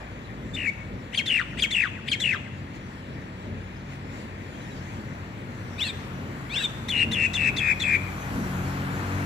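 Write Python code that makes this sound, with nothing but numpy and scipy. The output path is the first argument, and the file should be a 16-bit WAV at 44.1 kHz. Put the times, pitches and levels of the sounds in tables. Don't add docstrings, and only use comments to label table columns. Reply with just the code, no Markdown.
import sys
import numpy as np
from scipy import signal
from scipy.fft import rfft, irfft, next_fast_len
from scipy.io import wavfile
from scipy.ndimage import uniform_filter1d, map_coordinates

SR = 44100
rng = np.random.default_rng(int(sys.argv[2]) if len(sys.argv) > 2 else 0)


def to_wav(sig):
    pcm = np.clip(np.atleast_2d(sig), -1, 1) * 32767
    pcm = np.round(pcm).astype(np.int16)
    wavfile.write(sys.argv[1], SR, pcm.T)


def gain_from_db(level_db):
    decades = np.asarray(level_db, float) / 20
    return 10 ** decades


N = 407925


def starling():
    # t/s, f/Hz of strongest partial, level/dB
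    rise = [(0, 1785, -49), (.015, 2194, -42), (.025, 2724, -35.5), (.031, 3460, -26.5), (.036, 4150, -40)]
    drop = [(.037, 4405, -39), (.043, 4964, -38), (.051, 4390, -43.5), (.056, 3277, -18), (.066, 3240, -22),
            (.071, 2750, -21), (.078, 2250, -25.5), (.088, 2187, -28.5), (.097, 1390, -48)]
    # t/s, f/Hz, level/dB
    lead = [(0, 3404, -32.5), (.006, 3900, -32), (.013, 4410, -39)]
    whistle = [(.011, 3570, -36), (.02, 3517, -27), (.029, 3410, -27.5), (.035, 3100, -31)]
    # t/s, f/Hz, level/dB
    sinking = [(.034, 3016, -29), (.053, 2874, -26), (.083, 2724, -27.5), (.113, 2590, -27.5),
               (.138, 1890, -30.5), (.158, 1417, -38.5), (.173, 1004, -53.5)]
    # t/s, f/Hz, level/dB
    opening = [
        [(.535, 3540, -46), (.55, 3630, -34.5), (.562, 3550, -33)],
        [(.563, 2854, -38), (.6, 2697, -35), (.64, 2573, -36), (.668, 2375, -30.5), (.686, 2175, -30),
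         (.702, 2240, -31.5)],
    ]
    # time of a dip/s, rate/Hz, drift/(Hz/s)
    opening_beat = (.579, 64.37, 62)
    # t/s, pitch factor, level/dB, lead of the rise/s
    chirps = [
        (1.121, 0.99, -2, 0.00053),
        (1.568, 1, 0, .0005),
        (2.062, .985, -3.2, .005),
    ]
    # t/s, pitch factor, level/dB, delay to a dip/s, warble f/Hz
    sinkers = [
        (1.259, 1.03, .4, .052, 53.5),
        (1.707, .98, .5, .05, 56.3),
        (2.199, .995, -.8, .049, 56.8),
    ]
    # t/s, crest f/Hz, length/s, delay to a dip/s, warble f/Hz
    holders = [
        (6.884, 2850, .164, .049, 75.3),
        (7.114, 2730, .161, .053, 76.2),
        (7.335, 2660, .171, .054, 75.1),
        (7.564, 2510, .172, .05, 73.4),
        (7.799, 2470, .174, .0495, 72.6),
    ]
    # fork t/s, fan length/s, fork f/Hz, arch height, last swell/dB
    arches = [
        (5.801, .022, 2734, 1.02, -1),
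        (6.552, .059, 2910, 0.49, 9.5),
    ]
    warbles = {"opening": (.024, .33, .08, 7, -10, 12, -9), "sinking": (.003, .3, -.015, 12, -14, 16, -14),
               "holding": (.004, .35, .01, 7, -18, 12, -1.5)}
    # multiple of the pitch, level/dB
    rise_parts = [(2 / 3, -2), (0.95, 0), (4 / 3, -0.68), (7 / 3, -17.5), (8 / 3, -17.5)]
    drop_parts = [(.5, -19.5), (1, 0), (2, -1), (3, -17)]
    lead_parts = [(.5, -10), (1, 0), (3 / 2, -0.64), (1.981, -11)]
    pure_parts = [(1, 1), (2, 5.5), (3, -3)]
    trill_parts = [(1, 3), (2, -11.5), (3, -9)]
    # f/Hz, level/dB
    breath = [(900, -41), (1600, -4), (2600, -5.5), (3800, -1.5), (5000, -11), (8000, -10), (9500, -26),
              (13000, -21), (15000, -39)]

    voice = np.zeros((2, N))
    sing(voice, opening[0], pure_parts, breath_db=-10.5)
    sing(voice, opening[1], trill_parts, -18, opening_beat, warbles["opening"])
    for s, factor, db, early in chirps:
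        sing(voice, sung(rise, s - early, factor, db), rise_parts, breath_db=-7, rough_db=1.8)
        fall = sung(drop, s, factor, db)
        fall[:2, 0] -= early
        sing(voice, fall, drop_parts, breath_db=-12)
    for s, *_ in sinkers + holders:
        sing(voice, sung(lead, s), lead_parts, breath_db=-3)
        sing(voice, sung(whistle, s), pure_parts, breath_db=-12)
    for s, factor, db, dip_s, rate in sinkers:
        crest = sung(sinking, s, factor, db)
        sing(voice, crest, trill_parts, -18, (s + dip_s, rate, 0), warbles["sinking"])
    for s, crest_hz, length, dip_s, rate in holders:
        crest = sung(holding(crest_hz, length), s)
        sing(voice, crest, trill_parts, -18, (s + dip_s, rate, 0), warbles["holding"])
    for call in arches:
        arched(voice, *call)
    hiss = rush(breath, alike=0.12, lag_ms=0, patchy_db=4.5)
    return voice[0], uniform_filter1d(voice[1], size=600) * hiss


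def sing(voice, line, parts, breath_db, beat=None, warble=None, rough_db=0):
    # f/Hz, level/dB
    throat = [(1000, -15), (2000, 4.5), (3500, 6), (4600, -11.5), (5600, -10), (7000, -19), (8500, -10.5),
              (10000, -18), (15000, -31)]
    s, hz, db = np.transpose(line)
    t = s[0] + np.arange(round((s[-1] - s[0]) * SR)) / SR
    glide = uniform_filter1d(np.interp(t, s, hz), size=130, mode="nearest")
    pitch = glide * (1 + 0.0082 * wobble(400.0, len(t)))
    edge = np.clip(np.minimum(t - s[0], s[-1] - t) / .002, 0, 1)
    flow = edge * gain_from_db(uniform_filter1d(np.interp(t, s, db), size=90, mode="nearest"))
    level = flow * gain_from_db((0.32 + rough_db) * wobble(255.0, len(t)))
    crest = pitch
    under = 0
    fray = 0.59 + 0.249 * wobble(511.0, len(t))
    if beat:
        dip_s, rate, drift = beat
        stop, share, lean, sharp, dip_db, brief, notch_db = warble
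        turn = np.pi * (rate * (t - dip_s) + drift * (t - dip_s) ** 2 / 2)
        slackness = np.abs(np.cos(turn))
        depth = np.clip((s[-1] - stop - t) / .0135, 0, 1)
        buzz = depth * np.clip((2550 - crest) / 650, 0, .85)
        dip = share * (1 - buzz / 2) * slackness ** sharp + lean * np.sin(2 * turn)
        pitch = crest * (1 - depth * dip)
        pitch = pitch * (1 + notch_db / 200 * buzz * np.sin(turn) ** 6 + .04 * buzz * wobble(300, len(t)))
        beat_db = dip_db * slackness ** brief + notch_db * np.cos(turn - 1.05) ** 16
        level = level * unit(gain_from_db((depth - buzz / 2) * beat_db))
        rattle_hz = 160 + 35 * wobble(80, len(t))
        level = level * (1 + buzz * np.sin(2 * np.pi * np.cumsum(rattle_hz) / SR))
        slack_hz = crest * (.62 + .15 * (turn / np.pi % 1))
        under_level = depth * flow * (1 - buzz) * gain_from_db(-15.5 + 4 * wobble(350, len(t)))
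        under = under_level * np.sin(2 * np.pi * np.cumsum(slack_hz) / SR)
    phase = 2 * np.pi * np.cumsum(pitch) / SR
    tone = 0
    for k, part_db in parts:
        colour_db = along(throat, k * crest) - along(throat, crest)
        tone = tone + gain_from_db(part_db + colour_db) * np.sin(k * phase) * (1 if k < 2 else fray)
    start = round(s[0] * SR)
    voice[0, start:start + len(t)] += np.sqrt(2) * (level * tone + under)
    voice[1, start:start + len(t)] += flow * gain_from_db(breath_db)


def sung(shape, s, factor=1, db=0):
    return np.multiply(shape, [1, factor, 1]) + [s, 0, db]


def holding(crest_hz, length):
    hold_s, settle_s, release_s = .033, 0.0305, 0.017
    s = np.array([hold_s, hold_s + settle_s, length - release_s, length])
    sag_hz = 660 * (s - length / 2)
    hz = (crest_hz - sag_hz) * [1.06, 1, 1, 0.92]
    swell_db = 72 * (s - s[0])
    return np.transpose([s, hz, -32.5 + swell_db + [0, 0, 0, -13.5]])


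def arched(voice, s, fan_s, fork_hz, height, swell_db):
    # t/s and f/Hz from the fork, level/dB
    opening_fan = [(-.059, -870, -54), (-.046, -600, -43), (-.021, -400, -37), (0, 0, -28.5)]
    # t/s, f/Hz, level/dB
    upper = [(.012, 3420, -31), (.032, 3647, -29), (.037, 3890, -36), (.06, 4270, -43.5), (.078, 4300, -41),
             (.092, 3710, -37), (0.111, 3500, -40)]
    # t/s, f/Hz, level/dB
    lower = [
        [(.002, 2780, -39), (.02, 2270, -38), (.045, 1920, -47), (.082, 1790, -43.5)],
        [(.032, 2950, -37), (.065, 2700, -36), (.092, 2550, -44.5), (.108, 2380, -36)],
        [(.05, 3650, -52), (.075, 3520, -38), (.098, 3200, -45)],
        [(.002, 5750, -45), (.015, 5800, -50.5), (.036, 5650, -54)],
    ]
    # multiple of the pitch, level/dB
    fan_parts = [(0.98, 0), (3 / 2, 0.2), (1.8, 1.9), (3, -8.5), (7 / 2, -8)]
    arch_parts = [(1, 4.5), (2, -1.5), (3, -4)]
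    before, offset_hz, fan_db = np.transpose(opening_fan)
    times = np.linspace(-fan_s, 0, num=8)
    fan_hz = fork_hz + np.interp(times, before, offset_hz)
    stretched_db = np.interp(times / fan_s * -before[0], before, fan_db)
    sing(voice, np.transpose([times + s, fan_hz, stretched_db]), fan_parts, breath_db=-11)
    arch = np.array([(0, fork_hz, -40)] + upper)
    arch[:, 1] -= (1 - height) * np.maximum(arch[:, 1] - 3586, 0)
    arch[-2:, 2] += swell_db
    sing(voice, sung(arch, s), arch_parts, breath_db=-15)
    for shape in lower:
        sing(voice, sung(shape, s), [(0.97, 0)], breath_db=-9.5)


def street(x, tail_db):
    # f/Hz, t60/s
    decay = [(1500, 0.38), (3000, 1), (8000, 0.8)]
    # delay t/s, left level/dB, right level/dB
    walls = [(.0085, -12, -12), (.017, -17, -17), (.033, -25, -23), (.041, -26, -24), (.0545, -30, -28),
             (.133, -19, -17)]
    # f/Hz, level/dB
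    dull = [(3200, 0), (4000, -7), (5500, -5), (8000, -4)]
    hz, t, z = signal.stft(rng.standard_normal((2, SR // 2)), SR, nperseg=256)
    tail = signal.istft(z * gain_from_db(-60 * t / along(decay, hz)[:, None]), SR, nperseg=256)[1]
    answer = gain_from_db(tail_db) * tail / np.linalg.norm(tail[0])
    for delay, *db in walls:
        scatter = rng.standard_normal((2, 24)) * np.hanning(24)
        scatter = scatter / np.linalg.norm(scatter, axis=1)[:, None]
        answer[:, round(delay * SR):][:, :24] += gain_from_db(db)[:, None] * scatter
    dulled = filtered(x, lambda hz: gain_from_db(along(dull, hz)))
    return signal.fftconvolve(dulled[None], answer, axes=1)[:, :N]


def knock():
    # t/s, level/dB, t60/s
    bump = (.008, -41, .3)
    # f/Hz, level/dB per Hz
    rattle = [(200, -30), (450, -3), (780, 0), (1100, -10), (3500, -20), (6000, -34), (9000, -70)]
    s, db, t60 = bump
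    t = np.arange(N) / SR - s
    decay = (t > 0) * gain_from_db(db - 60 * np.abs(t) / t60)
    return decay * rush(rattle, alike=.6, lag_ms=.2, patchy_db=1.5)


def engines():
    # t/s, firing f/Hz, level/dB
    firing = [(0, 45.75, -52), (2.5, 45.79, -43.5), (4.5, 46.33, -45), (5.5, 45.48, -41.5),
              (6.5, 45.35, -42), (7.7, 45.47, -38.5), (8.2, 45.88, -38), (8.5, 45.63, -34),
              (8.9, 46.08, -31), (9.25, 47.46, -29)]
    # multiple of the firing rate, level/dB
    firing_orders = [(1, -20), (2, 1), (3, 0), (4, -3), (5, -7.5), (6, -8.5), (7, -15.5), (8, -14.5),
                     (9, -21), (10, -16)]
    # t/s, f/Hz, level/dB
    motor = [(0, 55.9, -48.5), (1.8, 56, -50), (2.3, 56.5, -62), (3.6, 56.57, -47), (4.5, 55.7, -57),
             (9.25, 56.1, -49)]
    hz, db = curves(firing)
    phase = 2 * np.pi * np.cumsum(hz * (1 + 0.0035 * wobble(6))) / SR
    orders = 0
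    for k, level in firing_orders:
        orders = orders + gain_from_db(level + 2.9 * wobble(5)) * np.sin(k * phase + rng.uniform(0, 2 * np.pi))
    hum_hz, hum_db = curves(motor)
    hum = np.sin(2 * np.pi * np.cumsum(hum_hz) / SR)
    return gain_from_db(db - 1.5) * orders + gain_from_db(hum_db + 5.0 + 2.8 * wobble(4.287)) * hum


def traffic():
    # t/s, level/dB
    approach = [(0, 1), (2.5, 0), (4.2, 0.9), (4.6, 2), (6.1, 5.5), (7.5, 8), (8.1, 10), (8.7, 12),
                (9.25, 13.5)]
    # far level/dB, growth/(dB per dB of approach)
    road = [
        (-38, 0.39),
        (-51, 1.1423),
        (-64, 0.9557),
        (-77.5, 2),
    ]
    # t/s, width/s, level added to the hiss/dB
    gusts = [
        (2.76, 0.018, 6),
        (2.97, 0.018, 1.5),
        (3.43, .03, 1),
        (3.93, 0.041, 5.5),
        (4.19, 0.08, 7),
        (4.6, 0.15, 5),
        (4.9, 0.17, 3),
    ]
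    # f/Hz, level/dB per Hz
    rumble_spectrum = [(15, -45.5), (25, -27), (75, -4.5), (107, 1.5), (145, -5.5), (221, -2.5), (403, -13),
                       (600, -15.5), (780, -34), (1320, -120)]
    tyre_spectrum = [(150, -64), (250, -20), (280, -12), (393, -15), (690, -4), (956, -4.5), (1520, -4.5),
                     (5000, -26.5), (6500, -49), (11000, -120)]
    roar_spectrum = [(530, -4.5), (900, 1), (1080, -4), (1170, -12.5), (1820, 0.5), (3050, -8.5),
                     (3370, -10), (5000, -22), (6500, -44), (11000, -120)]
    hiss_spectrum = [(2060, -45.5), (3500, -28), (4080, 0.5), (4740, -2.5), (7160, -0.5), (9240, -15),
                     (10000, -10.5), (13000, -19), (22000, -120)]
    spray_spectrum = [(4710, -48.5), (8000, 2.5), (9120, -3.5), (11600, 6), (13700, -3), (14900, 5),
                      (15800, -42)]
    near_db, = curves(approach)
    rumble_db, tyres_db, hiss_db, spray_db = (far_db + growth * near_db for far_db, growth in road)
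    spray_db = spray_db - 2.5 * np.maximum(near_db - 11, 0)
    swell = wobble(2.397)
    t = np.arange(N) / SR
    gust_db = sum(db * np.exp(-((t - s) / width) ** 2) for s, width, db in gusts)

    rumble_level = gain_from_db(rumble_db - 2.5 + 2.3 * wobble(7.4))
    rumble = rumble_level * rush(rumble_spectrum, alike=0.96, lag_ms=0.24, patchy_db=0.3)
    tyres = gain_from_db(tyres_db + .5 * swell) * rush(tyre_spectrum, alike=0.53, lag_ms=0.27, patchy_db=0.66)
    roar_level = gain_from_db(-48 + 0.574 * gust_db + 0.2 * wobble(1.974))
    roar = roar_level * rush(roar_spectrum, alike=0.67, lag_ms=0.5146, patchy_db=1.5)
    hiss_level = gain_from_db(hiss_db + gust_db + 0.81 * swell)
    hiss = hiss_level * rush(hiss_spectrum, alike=0.24, lag_ms=0.516, patchy_db=2.88)
    spray_level = gain_from_db(spray_db + 0.73 * gust_db + 0.66 * swell)
    spray = spray_level * rush(spray_spectrum, alike=.3, lag_ms=0.51, patchy_db=-1.42)
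    return rumble + tyres + roar + hiss + spray


def far_birds():
    # t/s, length/s, f/Hz, glide/Hz, level/dB
    calls = [(.225, .065, 3950, -300, -59), (3.76, .02, 5100, -130, -57.5), (3.8, .02, 4100, -1300, -57),
             (4.535, .03, 3220, 200, -55.5), (4.6, 0.035, 3970, 250, -53.5), (4.7, .045, 3900, -290, -53),
             (4.75, .04, 3700, -100, -55), (4.64, .05, 3680, 30, -58)]
    voice = np.zeros((2, N))
    for s, length, hz, glide, db in calls:
        edge_db = db - 12
        line = [(s, hz - glide / 2, edge_db), (s + length / 2, hz, db), (s + length, hz + glide / 2, edge_db)]
        sing(voice, line, [(1, 0)], breath_db=-9)
    return voice[0] * unit(1.5 + wobble(250))


def rush(spectrum, alike, lag_ms, patchy_db):
    z = signal.stft(rng.standard_normal((2, N)), nperseg=512)[2]
    field = uniform_filter1d(rng.standard_normal(z.shape[1:]), 6, 0)
    field = uniform_filter1d(field, 14, 1)
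    pair = signal.istft(z * gain_from_db(patchy_db * unit(field)), nperseg=512)[1][:, :N]
    turn = np.arccos(np.clip(alike, -1, 1)) / 2
    ports = np.array([[np.cos(turn), np.sin(turn)], [np.cos(turn), -np.sin(turn)]]) @ pair

    def response(hz):
        return gain_from_db(along(spectrum, hz)) * np.exp(-2e-3j * np.pi * np.outer([lag_ms, 0], hz))

    return unit(filtered(ports, response))


def filtered(x, response):
    m = next_fast_len(N + SR // 2)
    return irfft(rfft(x, m) * response(np.fft.rfftfreq(m, 1 / SR)), m)[..., :N]


def wobble(rate, size=N):
    steps = np.arange(0, size + 16, 16)
    knots = rng.standard_normal(int(steps[-1] * rate / SR) + 4)
    return np.interp(np.arange(size), steps, map_coordinates(knots, [steps * rate / SR]))


def curves(rows):
    s, *cols = np.transpose(rows)
    return [np.interp(np.arange(N) / SR, s, c) for c in cols]


def along(points, hz):
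    f, v = np.transpose(points)
    return np.interp(np.log(hz + 1), np.log(f + 1), v)


def unit(x):
    return x / np.sqrt(np.mean(x ** 2) + 1e-20)


def scene():
    # f/Hz, left minus right level/dB
    bird_side = [(4500, 4), (7500, 17), (12000, 1)]
    song, air = starling()
    others = far_birds()
    bird = filtered(song + air, lambda hz: gain_from_db(np.outer([.5, -.5], along(bird_side, hz))))
    echoes = street(bird[0] + 1.5 * others, tail_db=-14.5)
    return bird + echoes + others + knock() + engines() + traffic()


def low_pass(x):
    return signal.sosfilt(signal.butter(12, 16250, fs=SR, output="sos"), x)


def record(dry):
    # f/Hz, left minus right level/dB
    port_colour = [(60, -2), (110, 3.5), (200, -0.5), (380, 2), (700, 2.5), (1290, 6), (2380, 7),
                   (4400, -3.5), (8120, -3), (15000, 4)]
    ports = filtered(dry, lambda hz: gain_from_db(np.outer([.5, -.5], along(port_colour, hz))) * (hz < 15500))
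    return low_pass(ports)


dry = scene()
out = record(dry)
to_wav(out)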